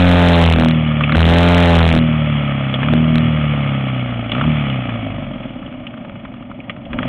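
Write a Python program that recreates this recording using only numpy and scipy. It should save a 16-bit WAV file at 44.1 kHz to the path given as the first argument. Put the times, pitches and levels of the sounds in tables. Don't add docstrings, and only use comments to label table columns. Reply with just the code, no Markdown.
import sys
import numpy as np
from scipy import signal
from scipy.io import wavfile
from scipy.ndimage import uniform_filter1d

SR = 44100
rng = np.random.default_rng(int(sys.argv[2]) if len(sys.argv) > 2 else 0)


def wav_record(signal):
    frames = np.transpose(np.atleast_2d(signal))
    bounded = np.clip(frames, -1, 1)
    quanta = np.round(bounded * 32767).astype(np.int16)
    wavfile.write(sys.argv[1], SR, quanta)


def ratio_of_db(decibels):
    return 10 ** (np.asarray(decibels, float) / 20)


N = 312228

# centre in Hz, width in Hz, level in dB.
CASING_MODES = [(602.2, 110, 4.5), (810, 130, -16.5), (1247, 200, 1), (1843, 430, -10), (2238, 300, -3.5),
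                (2550, 130, -12), (2880, 110, -4), (3218, 67, -6)]


def unit(x):
    return x / np.sqrt(np.mean(x ** 2))


def ring(x, modes):
    total = 0
    for hz, width_hz, db in modes:
        b, a = signal.iirpeak(hz, hz / width_hz, fs=SR)
        total = total + ratio_of_db(db) * signal.lfilter(b, a, x)
    return total


def cut(x, hz, kind, order=2):
    return signal.sosfilt(signal.butter(order, hz, kind, fs=SR, output="sos"), x)


def walk(rate_hz):
    hold = int(SR / rate_hz)
    steps = np.repeat(rng.standard_normal(N // hold + 1), hold)
    return 1.2 * uniform_filter1d(uniform_filter1d(steps, hold), hold)[:N]


def steady(x, window_s=0.17):
    return x / np.sqrt(uniform_filter1d(x ** 2, int(window_s * SR)) + 1e-12)


def read(table, at):
    return np.interp(at, *np.transpose(table))


def crank(now_s):
    # time in seconds, crank speed in Hz.
    speed_curve = [(0.0, 89.5), (0.31, 86.0), (0.54, 81.3), (0.7, 79.5), (1.075, 73.2), (1.17, 82.0),
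                   (1.24, 82.3), (1.4, 86.0), (1.56, 87.1), (2.03, 79.1), (2.78, 64.8), (2.92, 79.1),
                   (3.24, 78.6), (4.32, 55.8), (4.47, 79.1), (4.73, 65.1), (5.62, 33.6), (6.42, 21.9)]
    pickup_s, pickup_hz_per_s = 6.88, 125
    full_throttle_hz_per_s, lag_s = 90, .05
    hz = read(speed_curve, now_s) + pickup_hz_per_s * np.maximum(now_s - pickup_s, 0)
    opening = np.clip(np.gradient(hz) * SR / full_throttle_hz_per_s, 0, 1)
    return hz, cut(opening, 1 / (2 * np.pi * lag_s), "low", order=1)


def shake_levels(hz):
    # crank speed in Hz, level in dB.
    once_curve = [(22, -48.5), (48, -30.5), (66, -35), (73, -25.5), (79.3, -21)]
    # crank speed in Hz, level in dB.
    twice_curve = [(22, -53), (43, -43.5), (52, -23), (67, -17.5), (77, -15.5), (79.2, -12.5)]
    # crank speed in Hz, level in dB.
    thrice_curve = [(30, -56.5), (45, -30), (58, -44.5), (68, -29), (77, -25), (79.3, -18.5)]
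    # crank speed in Hz, level in dB at once, at twice, at three times.
    resonance_rows = [(80.1, -13.5, -11, -10.5), (80.8, -10, -10.5, -11), (81.4, -7.5, -11.5, -19),
                      (82.4, -5.5, -9, -17), (83.2, -4.8, -7.8, -16.5), (84.2, -2.7, -4.8, -16),
                      (87, -1.8, -2.8, -24), (89, -2.6, -3.8, -28)]
    levels_db = []
    for k, low_curve in enumerate([once_curve, twice_curve, thrice_curve], start=1):
        high_curve = [(row[0], row[k]) for row in resonance_rows]
        levels_db.append(read(list(low_curve) + high_curve, hz))
    return levels_db


def shake(turns, hz, once_db, twice_db, thrice_db, loose):
    # crank speed in Hz, lead at once in cycles, lead at three times in cycles.
    mount_leads = [(72, 0, .2), (78, 0, .09), (79.5, .05, .0), (80.3, .08, -.08), (82.4, .01, -.28),
                   (84, -.03, -.3), (87, -.06, -.25), (89, -.09, -.25)]
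    speed_hz, *leads = np.transpose(mount_leads)
    lead_once, lead_thrice = (np.interp(hz, speed_hz, lead) for lead in leads)
    once = ratio_of_db(once_db + 1.1 * loose * walk(40)) * np.cos(2 * np.pi * (turns + lead_once))
    twice = ratio_of_db(twice_db + 1.2 * loose * walk(40)) * np.cos(4 * np.pi * turns)
    thrice = ratio_of_db(thrice_db + 2.5 * loose * walk(40)) * np.cos(2 * np.pi * (3 * turns + lead_thrice))
    half_db = twice_db - 5 - .45 * np.abs(1.5 * hz - 116) + 2.5 * walk(25) - 8 * (1 - loose)
    half = ratio_of_db(half_db) * np.cos(3 * np.pi * turns)
    return np.sqrt(2) * (once + twice + thrice + half)


def boom(turns, hz, throttle):
    # centre in Hz, width in Hz, level in dB.
    pipe_modes = [(126.7, 80, 0), (194.9, 41, -5), (241.15, 51, 0.5), (562.6, 145, -5)]
    # crank speed in Hz, level in dB.
    boom_curve = [(22, -32.5), (34, -29), (52, -23.5), (76, -22), (79.5, -15.5), (82, -24), (90, -24.5)]
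    throttle_db, lug_hz = 4, 60
    whole = np.floor(turns).astype(int)
    at = np.flatnonzero(np.diff(whole)) + 1
    size = ratio_of_db(1.2 * rng.standard_normal(1000))[whole[at]]
    pulses = np.zeros(N)
    pulses[at] = size * np.where(whole[at] % 2, .2, 1)
    gas = .25 + np.clip(1 - hz / 66, 0, 1) * 3
    flow = steady(pulses) + gas * rng.standard_normal(N)
    tone = steady(cut(ring(ring(flow, pipe_modes), pipe_modes), 85, "high", order=4))
    level_db = read(boom_curve, hz) + throttle_db * throttle * lug_hz / hz - .05 * hz + 2.0
    return ratio_of_db(level_db) * tone


def clatter(turns, hz, throttle, pull_db):
    base_db, db_per_hz, throttle_db, top_db = -57, 0.4147, 4.5, -28
    tap_hz, tap_width_hz, tap_share = 620, 260, 1.2
    beat = ratio_of_db(1.8 * rng.standard_normal(1000))[np.floor(turns).astype(int)]
    gate = 1.7 + beat * np.sin(np.pi * (turns + .4)) ** 4
    noise = gate * ratio_of_db(1.0 * walk(120)) * rng.standard_normal(N)
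    taps = steady(np.diff(np.floor(turns - .1), prepend=-1.))
    for _ in range(2):
        taps = ring(taps, [(tap_hz, tap_width_hz, 0)])
    rattle = ring(noise, CASING_MODES) + tap_share * 2 * taps + .12 * cut(noise, 930, "high")
    level_db = np.minimum(base_db + db_per_hz * hz + throttle_db * throttle, top_db)
    return ratio_of_db(level_db + 0.4 * pull_db + 3.4) * steady(cut(rattle, 440, "high"), window_s=0.18)


def cracks():
    # start in seconds, peak in dB.
    pop_events = [(1.0079, -8.5), (1.0942, -7), (1.121, -6), (1.1480, -8), (2.8005, -19), (2.8300, -9.5),
                  (2.857, -25), (2.8846, -8), (4.349, -13.5), (4.3808, -11.5), (4.4116, -9),
                  (4.4392, -16.5), (4.8919, -18), (5.433, -28), (5.627, -29), (5.7253, -27), (5.7972, -34),
                  (5.9402, -28), (5.9754, -29), (6.0482, -26), (6.0952, -25), (6.1543, -31), (6.25, -25.5),
                  (6.3386, -29), (6.4243, -30), (6.5139, -24.5), (6.7635, -30), (6.931, -17),
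                  (6.9873, -11.5), (7.0295, -13)]
    # start in seconds, peak in dB, colour in Hz.
    knock_events = [(1.0363, -6, 2370), (2.7400, -5.5, 3300), (4.294, -18, 2880), (4.3173, -3.5, 3300),
                    (4.6986, -16.5, 3060), (5.4914, -29.5, 2550), (5.6616, -27.5, 2950),
                    (5.8674, -20, 2650), (6.602, -25, 2430), (6.6960, -13, 2240), (6.852, -30.5, 2826)]
    pop_hz, pop_thump_db, pop_fade_s = 1250, 1, .005
    knock_thump_db, knock_fade_s = -2.5, .0065
    t = np.arange(2400) / SR
    hits = [(s, db, pop_hz, pop_thump_db, pop_fade_s) for s, db in pop_events]
    hits += [(*knock, knock_thump_db, knock_fade_s) for knock in knock_events]
    out = np.zeros(N + len(t))
    for s, db, hz, thump_db, fade_s in hits:
        hiss = rng.standard_normal(len(t))
        burst = hiss * (1 - np.exp(-t / .0003)) * np.exp(-t / fade_s)
        burst = ring(burst, CASING_MODES) + 1.9 * ring(burst, [(hz, 500, 0)])
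        sharp = ratio_of_db(db + 2.5) * burst / np.abs(burst).max()
        thump = ratio_of_db(db + thump_db - 8) * np.exp(-t / .012) * np.sin(2 * np.pi * 240 * t)
        i = int(s * SR)
        out[i:i + len(t)] += sharp + thump
    return out[:N]


def jolts(now_s):
    # time in seconds, size in linear amplitude.
    jolt_events = [
        (2.9365, 2.1),
    ]
    swings = [((now_s - s) / .0022, size) for s, size in jolt_events]
    return -sum(size * u * np.exp(-u ** 2) for u, size in swings)


def rumble(now_s, pull_db):
    # time in seconds, level above the rumble in dB.
    bump_events = [
        (.65, 19.5),
        (1.28, 21),
        (2.03, 22.5),
        (2.94, 10),
        (3.15, 21),
        (4.47, 20),
        (5.24, 10),
        (6.92, 13),
    ]
    base_db, shake_share, bump_s = -48, 0.4, 0.065
    bumps_db = sum(db * np.exp(-((now_s - s) / bump_s) ** 2) for s, db in bump_events)
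    level_db = base_db + shake_share * pull_db + bumps_db + 6.0
    lows = cut(cut(rng.standard_normal(N), 55, "low"), 22, "high")
    return ratio_of_db(level_db + 5.1 * walk(8.2)) * unit(lows)


def scene():
    quiet_mount_db, lock_per_db = -15, .055
    now_s = np.arange(N) / SR
    hz, throttle = crank(now_s)
    turns = np.cumsum(hz) / SR
    once_db, twice_db, thrice_db = shake_levels(hz)
    pull_db = np.maximum(once_db - quiet_mount_db, 0)
    lines = shake(turns, hz, once_db, twice_db, thrice_db, loose=1 - lock_per_db * pull_db)
    engine = lines + boom(turns, hz, throttle) + clatter(turns, hz, throttle, pull_db)
    return (engine + cracks() + jolts(now_s) + rumble(now_s, pull_db))[None]


def band_limit(x):
    return signal.sosfilt(signal.butter(12, 15800, fs=SR, output="sos"), x)


def record(dry):
    rail_up, rail_down, coupling_hz = .61, .94, 78
    full_scale, ceiling = .7, .7
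    rail = np.where(dry > 0, rail_up, rail_down)
    x = dry / (1 + np.abs(dry / rail) ** 6) ** (1 / 6)
    x = cut(x, coupling_hz, "high", order=1)
    x = signal.sosfilt(signal.ellip(4, .5, 13, 3420, fs=SR, output="sos"), x)
    coarse = signal.resample_poly(x, 80, 441, axis=1)
    coarse = np.where(np.abs(coarse) > full_scale, 0, coarse)
    fine = signal.resample_poly(coarse, 441, 80, axis=1, window=("kaiser", 12.))[:, :N]
    fine = signal.sosfiltfilt(signal.cheby2(10, 30, 4650, fs=SR, output="sos"), fine)
    return band_limit(np.clip(fine, -ceiling, ceiling))


dry = scene()
out = record(dry)
wav_record(out)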